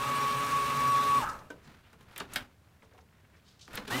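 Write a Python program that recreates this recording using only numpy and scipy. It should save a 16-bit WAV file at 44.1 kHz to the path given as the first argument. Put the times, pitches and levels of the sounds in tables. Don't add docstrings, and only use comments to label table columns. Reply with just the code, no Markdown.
import sys
import numpy as np
from scipy import signal
from scipy.fft import rfft, irfft, next_fast_len
from scipy.io import wavfile
from scipy.ndimage import map_coordinates

SR = 44100
rng = np.random.default_rng(int(sys.argv[2]) if len(sys.argv) > 2 else 0)


def bounce(signal):
    frames = np.transpose(np.atleast_2d(signal))
    limited = np.clip(frames, -1, 1)
    pcm = np.round(limited * 32767).astype(np.int16)
    wavfile.write(sys.argv[1], SR, pcm)


def magnitude_from_level(level_db):
    exponent = np.asarray(level_db, float) / 20
    return 10 ** exponent


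N = 176400
T = np.arange(N) / SR
OFF_S, ON_S = 1.186, 3.872
OFF = np.clip(T - OFF_S, 0, None)
ON = np.clip(T - ON_S, 0, None)
FIRST = T < (OFF_S + ON_S) / 2
GRIP_S = 3.897
AGAIN = ~FIRST * magnitude_from_level(2.5) * np.clip((T - GRIP_S) / 0.012, 0, 1)
TEETH = 8
RATTLE_S, RATTLE_FADE_DB = 0.25, -22

# f/Hz, width/Hz, level/dB
HOUSING = [(130.3, 9.7, 6.5), (254, 24, 3), (557, 70, -3.5), (840.6, 17.4, 1), (1120, 190, 0),
           (1275, 49, 4.5), (1600, 210, -7), (2800, 150, -10.5)]


def unit(x):
    return x / np.sqrt(np.mean(x ** 2) + 1e-20)


def along(points, hz):
    f, v = np.transpose(points)
    return np.interp(np.log(hz + 1), np.log(f + 1), v)


def curves(rows):
    s, *cols = np.transpose(rows)
    return [np.interp(T, s, c) for c in cols]


def wobble(rate):
    knots = rng.standard_normal(int(N * rate / SR) + 4)
    return map_coordinates(knots, [np.arange(N) * rate / SR])


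def filtered(x, response):
    m = next_fast_len(N + SR // 2)
    return irfft(rfft(x, m) * response(np.fft.rfftfreq(m, 1 / SR)), m)[..., :N]


def noise(spectrum):
    return unit(filtered(rng.standard_normal(N), lambda hz: magnitude_from_level(along(spectrum, hz))))


def resonate(x, peaks):
    def gain(f):
        total = 0
        for k, (centre, width, db) in enumerate(peaks):
            damping = 1j * f * width
            total = total + (-1) ** k * magnitude_from_level(db) * damping / (centre * centre - f * f + damping)
        return total

    return filtered(x, gain) / np.sqrt(np.mean(np.abs(gain(np.linspace(1, SR / 2, 4000))) ** 2))


def ventilation():
    # f/Hz, level/dB per Hz
    air = [(20, -71), (45, -10), (80, 1), (330, -17), (1120, -24.5), (5000, -35), (12000, -39.5),
           (16000, -38)]
    return magnitude_from_level(-62 + 0.27 * wobble(5.54)) * noise(air)


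def shaft():
    # t/s, mesh f/Hz, mesh level/dB
    feed = [
        (0.01, 1110, -34.5),
        (0.052, 1127, -35),
        (0.232, 1120, -29.5),
        (0.5, 1126, -35.5),
        (0.532, 1121, -28),
        (0.728, 1120, -32.5),
        (0.922, 1131, -24.5),
        (1.026, 1129, -29),
        (1.185, 1122, -24),
    ]
    mesh_hz, mesh_db = curves(feed)
    braking = mesh_hz * np.exp(-OFF / 0.165)
    spinup = 1040 * (1 - np.exp(-ON / 0.024))
    mesh_hz = np.where(FIRST, braking, spinup)
    turn = 2 * np.pi * np.cumsum(mesh_hz / TEETH * (1 + 0.0034 * wobble(60))) / SR
    return turn, mesh_db


def mesh(turn, levels):
    total = 0
    for k, db in enumerate(levels):
        phase = (k + 1) * TEETH * turn + 1.1 * wobble(90)
        total = total + magnitude_from_level(db + 2.8 * wobble(130)) * np.sin(phase)
    return total


def mesh_whine(turn, mesh_db):
    roller_db = 0.6 * np.cos(2 * np.pi * (T - 0.28) / 0.14)
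    load_db = mesh_db + roller_db - 28 * np.clip(OFF / 0.014, 0, 2)
    return FIRST * np.sqrt(2) * magnitude_from_level(load_db + 0.49 * wobble(39.84)) * np.sin(TEETH * turn)


def shaft_orders(turn):
    # order, level under the mesh/dB
    shaft_levels = [(1, -20), (2, -25.5), (3, -21), (4, -26), (6, -24.5), (7, -23), (9, -27.5), (10, -27),
                    (12, -24.5), (16, -23.5), (19, -26), (24, -29.5), (26, -35), (28, -28.5), (40, -34)]
    orders = 0
    for k, db in shaft_levels:
        phase = k * turn + (0.5 + 0.017 * k) * wobble(24.976)
        orders = orders + magnitude_from_level(db + (2 + 0.083 * k) * wobble(22.24)) * np.sin(phase)
    speed_gain = np.where(FIRST, np.exp(-OFF / 0.069), np.clip(ON / 0.052, 0, 1) ** 2)
    return np.sqrt(2) * magnitude_from_level(-30) * speed_gain * orders


def gear_hash(turn):
    # f/Hz, level/dB per Hz
    rub = [(20, -44), (50, -4.5), (130, -10.5), (400, -13), (1200, -5.5), (3000, -13.5), (6000, -17),
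           (16000, -26)]
    # f/Hz, width/Hz, level/dB
    shell = [(2032, 64, -14.5), (2382, 180, -6), (2800, 230, -7), (3106, 100, -12), (3610, 100, -9.5),
             (4190, 400, -9.5), (5800, 1200, -13.5), (8420, 600, -10), (11960, 560, -14.5)]
    gears = magnitude_from_level(-42 + 0.19 * wobble(16) + 1.08 * wobble(45)) * noise(rub)
    for hz, width, db in shell:
        panel = unit(resonate(rng.standard_normal(N), [(hz, width, 0)]))
        gears += magnitude_from_level(-46 + db + 3 * wobble(30.1)) * panel
    gate = 1 + 0.058 * np.sin(turn) + 0.093 * wobble(150)
    return gate * gears


def housing_drone():
    drone = magnitude_from_level(-39 + 0.7 * wobble(40)) * resonate(rng.standard_normal(N), HOUSING)
    return (AGAIN * magnitude_from_level(-5.5) + FIRST * magnitude_from_level(RATTLE_FADE_DB * OFF / RATTLE_S)) * drone


def unloaded_glide(turn):
    peak_s, end_s = 1.234, 1.252
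    swell_db = -6 * ((T - peak_s) / 0.03) ** 2 * (T < peak_s)
    release_db = -20 * np.clip((T - peak_s) / (end_s - peak_s), 0, 9) ** 2
    glide_db = -34 + swell_db + release_db + 1.5 * wobble(150)
    return np.sqrt(2) * (OFF > 0) * magnitude_from_level(glide_db) * np.sin(TEETH * turn)


def loose_gears(turn):
    coast_levels = [-48, -40, -48]
    # f/Hz, width/Hz, level/dB
    loose_peaks = [(850, 70, -4), (1120, 120, -2), (1290, 60, 3), (1610, 200, -8)]
    per_s = 2500
    knocks = (rng.random(N) < per_s / SR) * rng.uniform(-1.82, 2.17, N) * np.sqrt(SR / per_s)
    loose = magnitude_from_level(-37.5 + 1.5 * wobble(80)) * knocks
    loose += 0.25 * np.exp(-OFF / 0.2) * mesh(turn, coast_levels)
    fade = magnitude_from_level(RATTLE_FADE_DB * np.minimum(OFF / RATTLE_S, 3) ** 2.5)
    return resonate(FIRST * np.clip(OFF / 0.05, 0, 1) * fade * loose, loose_peaks)


def case_rumble():
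    # f/Hz, level/dB per Hz
    case = [(60, -2), (140, -4), (300, -12), (600, -5.5), (900, -16), (3000, -36)]
    fall_db = -20 * np.minimum(OFF / 0.32, 3) ** 1.47
    level = magnitude_from_level(-43 + fall_db + 1.5 * wobble(60.2))
    return FIRST * np.clip(OFF / 0.046, 0, 1) * level * noise(case)


def restart(turn):
    start_levels = [-54, -44, -51, -54]
    sink = magnitude_from_level(-7 * np.clip((T - 3.95) * 50, 0, 1))
    growl = np.sqrt(2) * sink * mesh(turn, start_levels)
    rumble = magnitude_from_level(-45.5) * resonate(rng.standard_normal(N), HOUSING[1:3])
    return AGAIN * (growl + rumble)


def motor():
    turn, mesh_db = shaft()
    run_db = -19 * np.minimum(OFF / 0.22, 3) - 5 * (T > 1.238)
    run = FIRST * magnitude_from_level(run_db) + AGAIN
    running = mesh_whine(turn, mesh_db) + run * (shaft_orders(turn) + gear_hash(turn)) + housing_drone()
    coasting = unloaded_glide(turn) + loose_gears(turn) + case_rumble()
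    return running + coasting + restart(turn)


def paper():
    # peak t/s, decay/s, level/dB, centre f/Hz
    strokes = [(1.65, 0.027, -66.5, 5000), (1.44, 0.034, -58.5, 220), (1.55, 0.038, -56, 450),
               (1.68, 0.038, -54, 183), (2.21, 0.018, -43, 1160), (2.94, 0.033, -60, 546),
               (1.86, 0.064, -67.5, 2380), (2.12, 0.018, -71, 3100), (2.3, 0.015, -63, 2500),
               (2.325, .01, -61, 6000), (2.85, 0.011, -73, 4500), (2.93, .02, -65, 1490),
               (3.01, .008, -68.5, 4360), (3.14, .02, -71, 1800), (3.19, .015, -68, 1800),
               (3.25, .012, -66.5, 1900), (3.35, 0.03, -63, 1750), (3.37, 0.024, -73, 4770),
               (3.4, 0.0063, -69, 2500), (3.49, 0.061, -63.5, 3900), (3.49, 0.044, -74, 6150),
               (3.7, 0.022, -65, 900), (3.725, 0.052, -71, 1800), (3.79, 0.029, -67, 1500),
               (3.81, .02, -67, 2720), (3.88, 0.016, -50.5, 4000)]
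    # peak t/s, decay/s, level/dB, centre f/Hz
    creases = [(1.228, 0.017, -45.5, 5960), (1.293, 0.031, -50, 5800), (1.39, 0.0068, -54, 4440),
               (1.503, 0.0022, -47, 4900), (2.121, .004, -65, 10000), (2.179, .003, -35.5, 12300),
               (2.201, 0.0032, -41, 5400), (2.29, 0.0024, -73, 7000), (2.336, 0.0055, -40, 8660),
               (2.823, 0.0071, -56, 1810), (2.913, 0.0026, -70, 3000), (2.936, 0.0027, -59.5, 3600),
               (2.978, 0.0044, -61, 2180), (2.988, .004, -57, 1500), (3.598, .015, -62.5, 3000),
               (3.089, .002, -61, 1800), (3.127, .003, -59, 1500), (3.594, 0.011, -60, 4570),
               (3.615, 0.04, -53, 4440), (3.679, 0.0035, -49, 1510), (3.686, 0.0035, -64, 2500),
               (3.749, 0.009, -50, 4170), (3.755, 0.0046, -37, 11700), (3.772, 0.0049, -44, 4960),
               (3.775, 0.0047, -34, 2800), (3.79, .004, -42, 1600)]
    out = np.zeros(N)
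    crinkle_db = 1.5 * wobble(250)
    for rows, rise, octaves in (strokes, 0.6, 0.53), (creases, 0.12, 0.59):
        for s, decay, db, centre_hz in rows:
            part = slice(int((s - 0.15) * SR), int((s + 0.3) * SR))
            u = (T[part] - s) / decay
            hz = np.fft.rfftfreq(len(u), 1 / SR)
            bell = np.exp(-(np.log2((hz + 1) / centre_hz) / octaves) ** 2 / 2)
            hiss = unit(irfft(rfft(rng.standard_normal(len(u))) * bell, len(u)))
            envelope = np.where(u < 0, np.exp(-(u / rise) ** 2), np.exp(-u))
            out[part] += magnitude_from_level(db + crinkle_db[part]) * envelope * hiss
    return out


def sleeve():
    # t/s, level/dB
    effort = [(1.45, -67.5), (1.7, -60), (1.98, -70.5), (2.15, -56.5), (2.27, -55.5), (2.33, -51),
              (2.41, -50), (2.5, -67), (2.6, -74.5), (2.9, -69.5), (3.03, -76), (3.17, -67.5), (3.3, -71.5),
              (3.67, -71), (3.74, -46), (3.82, -53), (3.86, -50.5)]
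    # f/Hz, level/dB per Hz
    rustle = [(150, 7.5), (500, -2), (1500, 2), (4000, -9.5), (9000, -22.5), (16000, -24)]
    effort_db, = curves(effort)
    flutter_db = 2 * wobble(25) + 2 * wobble(150)
    return np.clip((T - 1.4) / 0.1, 0, 1) * magnitude_from_level(effort_db + flutter_db) * noise(rustle)


def latch():
    # f/Hz, level/dB, t60/s
    modes = [(300, -4, .1), (465, 0, .065), (620, -8, .09), (1530, -1, .1), (2400, -14, .03)]
    t = np.clip(T - 1.5025, 0, None)
    ring = sum(magnitude_from_level(db - 60 * t / t60) * np.sin(2 * np.pi * hz * t) for hz, db, t60 in modes)
    return magnitude_from_level(-36.5) * (1 - np.exp(-t / 0.0013)) * ring


def clicks():
    # t/s, peak level/dB (unused), thud level/dB, body level/dB, tick level/dB
    contacts = [(1.504, -47, -46, -53, -72), (1.674, -40, -61, -58, -65), (1.929, -45, -55, -58.5, -61),
                (2.007, -45, -56, -62, -62), (2.027, -35, -75, -73, -66), (2.16, -30, -52, -40, -51),
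                (2.18, -26, -51, -43, -41.5), (2.201, -24, -39, -37, -63), (2.334, -24, -75, -44.5, -42),
                (2.358, -19, -43, -26.5, -29), (2.825, -48, -57.5, -72, -85), (2.946, -49, -60, -84, -85),
                (2.978, -45, -55.5, -70, -83), (3.678, -31, -51.5, -67, -62), (3.731, -33, -54, -58, -50),
                (3.755, -26, -45.5, -41, -48), (3.775, -24, -38, -39, -57),
                (3.877, -34, -40.5, -39.5, -44.5)]
    # f/Hz, width/Hz, level/dB
    thud = [(232, 130, 0.5), (496, 165, -2), (930, 425, -5)]
    body = [(1550, 440, 5.5), (2220, 660, 5), (2800, 840, 5), (4000, 1630, -1.5)]
    tick = [(6240, 8000, -0.5), (10000, 8000, 3.5), (14500, 4700, -1.5)]
    part_db = [3, 4.5, 8.5]
    t, out = np.arange(SR // 5) / SR, np.zeros(N)
    for k, (peaks, t60) in enumerate([(thud, 0.09), (body, 0.043), (tick, 0.013)]):
        drive = np.zeros(N + SR)
        for row in contacts:
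            scrape = magnitude_from_level(-60 * t / t60) * (1 - np.exp(-t / 0.0016)) * rng.standard_normal(len(t))
            drive[round(row[0] * SR):][:len(t)] += magnitude_from_level(row[2 + k] + part_db[k]) * scrape
        out += resonate(drive[:N], peaks)
    return out


def room(x):
    # f/Hz, t60/s
    decay = [(200, 0.43), (2000, 0.12), (10000, 0.12)]
    turns = [0, 2.17, 2.19, 2.3, 2.35, 3, 3.74, 3.77, 4]
    out = np.zeros(N)
    for start, end in zip(turns, turns[1:]):
        hz, t, z = signal.stft(rng.standard_normal(SR // 2), SR, nperseg=256)
        fading = z * magnitude_from_level(-60 * t / along(decay, hz)[:, None])
        tail = signal.istft(fading, SR, nperseg=256)[1]
        stretch = np.pad(x * (T >= start) * (T < end), (200, 0))
        out += signal.fftconvolve(stretch, tail / np.linalg.norm(tail))[:N]
    return out


def scene():
    hits = clicks()
    mix = ventilation() + motor() + paper() + sleeve() + latch() + hits + magnitude_from_level(-5) * room(hits)
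    return mix[None]


def roll_off(x):
    return signal.sosfilt(signal.butter(12, 16830, fs=SR, output="sos"), x)


def record(dry):
    mix = filtered(dry, lambda hz: 1 / (1 + (hz / 15800) ** 60))
    return roll_off(mix)


dry = scene()
out = record(dry)
bounce(out)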